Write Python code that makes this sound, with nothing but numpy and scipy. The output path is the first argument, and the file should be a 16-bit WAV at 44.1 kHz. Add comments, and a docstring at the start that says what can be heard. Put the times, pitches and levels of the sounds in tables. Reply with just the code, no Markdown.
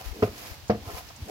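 """Goat pawing a feed trough

A goat paws twice at a plastic trough in a straw-covered pen, a few metres to the right. Each blow
rings the tub with a dull thump, a short clatter and a faint echo. Around the blows the hoof drags
through the straw inside, rubbing the plastic and snapping a few stalks. Soft low bumps, some on
the left only, sit over quiet outdoor air."""
import sys
import numpy as np
from scipy import signal
from scipy.fft import rfft, irfft
from scipy.io import wavfile
from scipy.ndimage import uniform_filter1d

SR = 44100
rng = np.random.default_rng(int(sys.argv[2]) if len(sys.argv) > 2 else 0)


def store_pcm(level_fs):
    """Save levels as 16-bit WAV."""
    pcm = np.round(np.clip(level_fs, -1, 1) * 32767).astype(np.int16)
    wavfile.write(sys.argv[1], SR, np.atleast_2d(pcm).T)


N = 57330
HZ, T = np.fft.rfftfreq(N, 1 / SR), np.arange(N) / SR

# Two hoof blows, each followed by a light rebound: start_s, ring_db, spot (0 or 1), swell_s,
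# second_claw_delay_s, second_claw_relative_db, clack_db, clatter_db, choke_s
HOOF_BLOWS = [(0.2237, -.5, 0, 0.0041, .0044, -11, -34.5, -26.5, 0.049),
              (0.271, -25.5, 0, 0.0017, 0.0055, 0, -67, -48, 0.022),
              (0.6975, -0.5, 1, 0.0011, 0.0081, -10, -41, -26, 0.22),
              (0.744, -19, 1, 0.0023, .005, -14, -56, -46, 0.061)]
# Modes of the tub: pitch_hz, t60_s, struck_spot_0_db, struck_spot_1_db, rubbed_db
TUB_MODES = [(106, 0.23, -15, -27.5, -8), (136, 0.16, -25, -27, -4.5), (212.3, 0.14, -24.5, -15, 1),
             (257, 0.05, -8.5, -18.5, -25), (311.6, 0.061, -10.5, -13.5, -4), (423.6, 0.067, -5.5, -58, 0),
             (457.3, 0.055, -51, -7, -28), (504, 0.2, -27, -28, -3.5), (630.7, 0.061, -13, -15, -9),
             (699, 0.096, -19.5, -16.5, 1.5), (769, 0.11, -27.5, -45, -2), (885, 0.071, -37, -28, -2.5),
             (1026, 0.072, -20.5, -38, 2), (1248, 0.029, -12.5, -24, -0.5), (1360, 0.066, -28.5, -37, -2.5)]
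# Tone of the thin walls' clatter: freq_hz, relative_db
CLATTER_EQ = [(60, -24), (250, -1), (600, -4.5), (900, -9.5), (1400, -1.5), (2500, -10.5), (3500, -22.5),
              (5200, -14.5), (8500, -40), (16000, -25)]
# Decay of that clatter: freq_hz, t60_s
CLATTER_DECAY = [(200, 0.37), (700, 0.26), (1500, 0.071), (3000, 0.12), (8000, 0.053)]
# Hoof drags and shuffles: peak_s, rise_s, fall_s, straw_db, rub_db, rub_centre_hz
HOOF_DRAGS = [(.01, 0.066, 0.025, -43.5, -45, 660), (0.051, 0.016, 0.09, -43.5, -51.5, 840),
              (.170, 0.027, 0.054, -50.5, -40.5, 342), (.245, 0.038, 0.039, -43, -65, 700),
              (0.276, 0.021, 0.011, -52, -43, 456), (0.39, 0.061, 0.12, -46.5, -58.5, 540),
              (0.488, 0.17, 0.066, -42.5, -52.5, 745), (0.884, 0.036, 0.064, -45, -43.5, 390),
              (0.899, 0.031, 0.0093, -66, -40, 1000), (0.985, 0.083, 0.03, -40, -42.5, 797),
              (1.085, 0.19, 0.046, -50, -70, 1070), (1.106, 0.004, 0.0077, -66, -44, 840),
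              (1.22, 0.025, 0.082, -49.5, -46.5, 187), (1.296, 0.015, .03, -46.5, -35, 494)]
# Tone of the straw: freq_hz, relative_db
STRAW_EQ = [(300, 4.5), (1000, 3), (2500, 4.5), (3500, -0.5), (5000, 1), (7000, -2), (8700, -7.5),
            (12000, 0), (15500, -5)]
# Single stalks snapping: start_s, level_db, centre_hz
STALK_SNAPS = [(0.377, -49, 5400), (.679, -47, 6100), (1.086, -50, 5100), (1.16, -50, 6700),
               (1.254, -56, 7600), (1.282, -50.5, 6800)]
# Tone of the pen's echo: freq_hz, relative_db
ECHO_EQ = [(100, -19.5), (400, -23), (3000, -14), (16000, -44)]
# Soft low bumps: start_s, pitch_hz, left_db, right_db
LOW_BUMPS = [(0.053, 47.7, -23, -72), (0.102, 60, -25, -60), (0.284, 71.6, -35, -39),
             (0.506, 74.5, -29.5, -73), (0.624, 75, -38.5, -72), (0.763, 89.5, -33.5, -34.5),
             (0.811, 62.6, -37.5, -48), (0.869, 90.7, -32.5, -30.5), (0.93, 65, -29, -71),
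             (1.218, 77, -27.5, -29)]
# Tone of the outdoor air: freq_hz, relative_db
AIR_EQ = [(20, -8), (60, 3.7), (110, 0.5), (200, -11), (450, -15.5), (780, -9.5), (1400, -16.5),
          (2500, -14.5), (5000, -14.5), (7000, -20.5), (8700, -28), (13000, -24)]
# How alike left and right are: freq_hz, correlation (0 to 1)
STEREO_LIKENESS = [(50, 0.02), (150, 0.98), (400, 0.94), (800, 0.37), (1500, 0.27), (4000, 0),
                   (16000, 0.15)]
# Stereo balance of the tub: freq_hz, right_minus_left_db
TUB_BALANCE = [(700, -0.5), (1300, -2.5), (2500, -0.5), (5000, 7.5), (8500, -2.5), (13000, 4)]

CRACKLE_PER_S, CRACKLE_SPREAD_DB = 9000, 2


def hoof_blow(ring_db, spot, swell_s, claw_delay_s, claw_db, clack_db, clatter_db, choke_s):
    """The hoof's two claws land just apart, the second with a hard clack of horn on plastic."""
    first_claw = tub_ring(spot, swell_s, 0, choke_s)
    second_claw = amp(claw_db) * tub_ring(spot, swell_s, claw_delay_s, choke_s)
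    hit = amp(ring_db) * (first_claw + second_claw) + amp(clatter_db) * wall_clatter()
    add(hit, claw_delay_s, crack(clack_db, centre_hz=2350, rise_s=0.0035))
    return hit


def tub_ring(spot, swell_s, delay_s, choke_s):
    """One claw sets the tub's modes swelling and dying, until the hoof bears down and chokes them."""
    t = np.maximum(T - delay_s, 0)
    modes = sum(amp(struck_db[spot] - 60 * t / t60_s) * np.sin(2 * np.pi * hz * t)
                for hz, t60_s, *struck_db, _ in TUB_MODES)
    return modes * (1 - np.exp(-t / swell_s)) * np.exp(-(t / choke_s) ** 4)


def wall_clatter(rise_s=0.0022):
    """The thin walls ring so densely that it sounds like noise; the lows hang on longest."""
    noise = stereo_colour(rng.standard_normal((2, N)), amp(curve(CLATTER_EQ, HZ)))
    hz, age_s, bands = signal.stft(noise, SR, nperseg=256)
    decay = amp(-60 * age_s / curve(CLATTER_DECAY, hz)[:, None])
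    clatter = signal.istft(bands * decay, SR, nperseg=256)[1][:, :N]
    return clatter * (1 - np.exp(-T / rise_s))


def hoof_drags(mode_half_width_hz=29.3):
    """Each stroke crackles the straw and rubs the tub, whose damped modes colour the scrape."""
    body = sum(amp(db) / (1 + ((HZ - hz) / mode_half_width_hz) ** 2) for hz, *_, db in TUB_MODES)
    straw_power, rub = np.zeros(N), np.zeros((2, N))
    for peak_s, rise_s, fall_s, straw_db, rub_db, centre_hz in HOOF_DRAGS:
        from_peak = np.where(T < peak_s, (peak_s - T) / rise_s, (T - peak_s) / fall_s)
        stroke = np.exp(-from_peak ** 1.18)
        straw_power += (amp(straw_db) * stroke) ** 2
        friction = grains(per_s=1500, spread_db=0)
        scrape = stereo_colour(friction, body * band(centre_hz, half_width_oct=0.7))
        rub += amp(rub_db) * stroke * scrape
    return rub + straw_crackle(np.sqrt(straw_power))


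def straw_crackle(level, sheen_hz=7340, clump_db=0.8, clump_s=0.014):
    """Stalks give way in bunches; harder strokes sound brighter."""
    crackle = stereo_colour(grains(CRACKLE_PER_S, CRACKLE_SPREAD_DB), amp(curve(STRAW_EQ, HZ)))
    top = irfft(rfft(crackle) * (1 - 1 / (1 + (HZ / sheen_hz) ** 4)), N)
    sheen = (level / level.max()) ** 0.24
    clumps = unit(uniform_filter1d(rng.standard_normal(N), round(clump_s * SR)))
    return level * amp(clump_db * clumps) * (crackle - top + top * sheen)


def crack(level_db, centre_hz, rise_s):
    """A brief burst of clicks: a stalk giving way, or horn meeting plastic."""
    envelope = T / rise_s * np.exp(1 - T / rise_s)
    clicks = grains(CRACKLE_PER_S, CRACKLE_SPREAD_DB)
    return amp(level_db) * envelope * stereo_colour(clicks, band(centre_hz, half_width_oct=0.45))


def pen_echo(sound, mids_db=-12, predelay_s=0.012, t60_s=0.19):
    """Faint scattered reflections from wall, fence and ground."""
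    tail = stereo_colour(grains(per_s=2200, spread_db=0.87), amp(curve(ECHO_EQ, HZ)))
    tail = tail * (T > predelay_s) * amp(-60 * T / t60_s)
    mids = rfft(tail)[:, (HZ > 300) & (HZ < 3000)]
    tail /= np.sqrt(np.mean(abs(mids) ** 2))
    return amp(mids_db) * signal.fftconvolve(sound, tail, axes=1)[:, :N]


def low_bump(pitch_hz, left_db, right_db, rise_cycles=0.75):
    """A soft bass push of about two cycles."""
    age = T * pitch_hz / rise_cycles
    envelope = age * np.exp((1 - age ** 2) / 2)
    return -amp([[left_db], [right_db]]) * envelope * np.sin(2 * np.pi * pitch_hz * T)


def outdoor_air(level_db=-48, lean_db=0.74):
    """A quiet bed of hiss and rumble, leaning slightly right."""
    noise = stereo_colour(rng.standard_normal((2, N)), amp(curve(AIR_EQ, HZ)))
    return noise * amp(level_db) * amp([[-lean_db], [lean_db]])


def from_right(sound, left_lag_s=0.00019):
    """Sound from the tub reaches the left side later, and shaded in parts of the treble."""
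    half_db = curve(TUB_BALANCE, HZ) / 2
    left = amp(-half_db) * np.exp(-2j * np.pi * HZ * left_lag_s)
    return irfft(rfft(sound) * np.array([left, amp(half_db)]), N)


def stereo_colour(pair, gain):
    """EQs two unrelated signals to rms 1, near mono in the low mids and wide elsewhere."""
    right, other = rfft(pair)
    likeness = np.clip(curve(STEREO_LIKENESS, HZ), 0, 1)
    left = likeness * right + np.sqrt(1 - likeness ** 2) * other
    return unit(irfft(np.array([left, right]) * gain, N))


def grains(per_s, spread_db):
    """Random stereo clicks of uneven size."""
    size = amp(spread_db * np.minimum(rng.exponential(1, N), 5))
    fires = rng.random(N) < per_s / SR
    return size * fires * rng.standard_normal((2, N))


def band(centre_hz, half_width_oct):
    """Flat-topped band-pass gain."""
    return 1 / (1 + (np.log2((HZ + 1) / centre_hz) / half_width_oct) ** 4)


def curve(points, hz):
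    """Reads a table along log frequency."""
    knots_hz, values = np.transpose(points)
    return np.interp(np.log(hz + 1), np.log(knots_hz), values)


def amp(db):
    """Decibels to gain."""
    return 10 ** (np.asarray(db) / 20)


def unit(x):
    """Scales to rms 1."""
    return x / np.sqrt(np.mean(x ** 2) + 1e-20)


def add(mix, start_s, sound):
    """Mixes a stereo sound in at start_s."""
    part = mix[:, max(round(start_s * SR), 0):][:, :sound.shape[1]]
    part += sound[:, :part.shape[1]]


def scene():
    """The trough on the right, over bumps and air; only the blows feed the echo."""
    blows, snaps, bumps = np.zeros((3, 2, N))
    for start_s, *settings in HOOF_BLOWS:
        add(blows, start_s, hoof_blow(*settings))
    for start_s, level_db, centre_hz in STALK_SNAPS:
        add(snaps, start_s, crack(level_db, centre_hz, rise_s=0.004))
    for start_s, *settings in LOW_BUMPS:
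        add(bumps, start_s, low_bump(*settings))
    return from_right(blows + hoof_drags() + snaps) + pen_echo(blows) + bumps + outdoor_air()


def record(dry, low_cut_hz=36, high_cut_hz=15920):
    """Trims the deepest rumble and the very top."""
    low_cut = signal.butter(3, low_cut_hz, "high", fs=SR, output="sos")
    high_cut = signal.firwin(1023, high_cut_hz, window=("kaiser", 9), fs=SR)
    return signal.oaconvolve(signal.sosfilt(low_cut, dry), high_cut[None], "same")


dry = scene()
out = record(dry)
store_pcm(out)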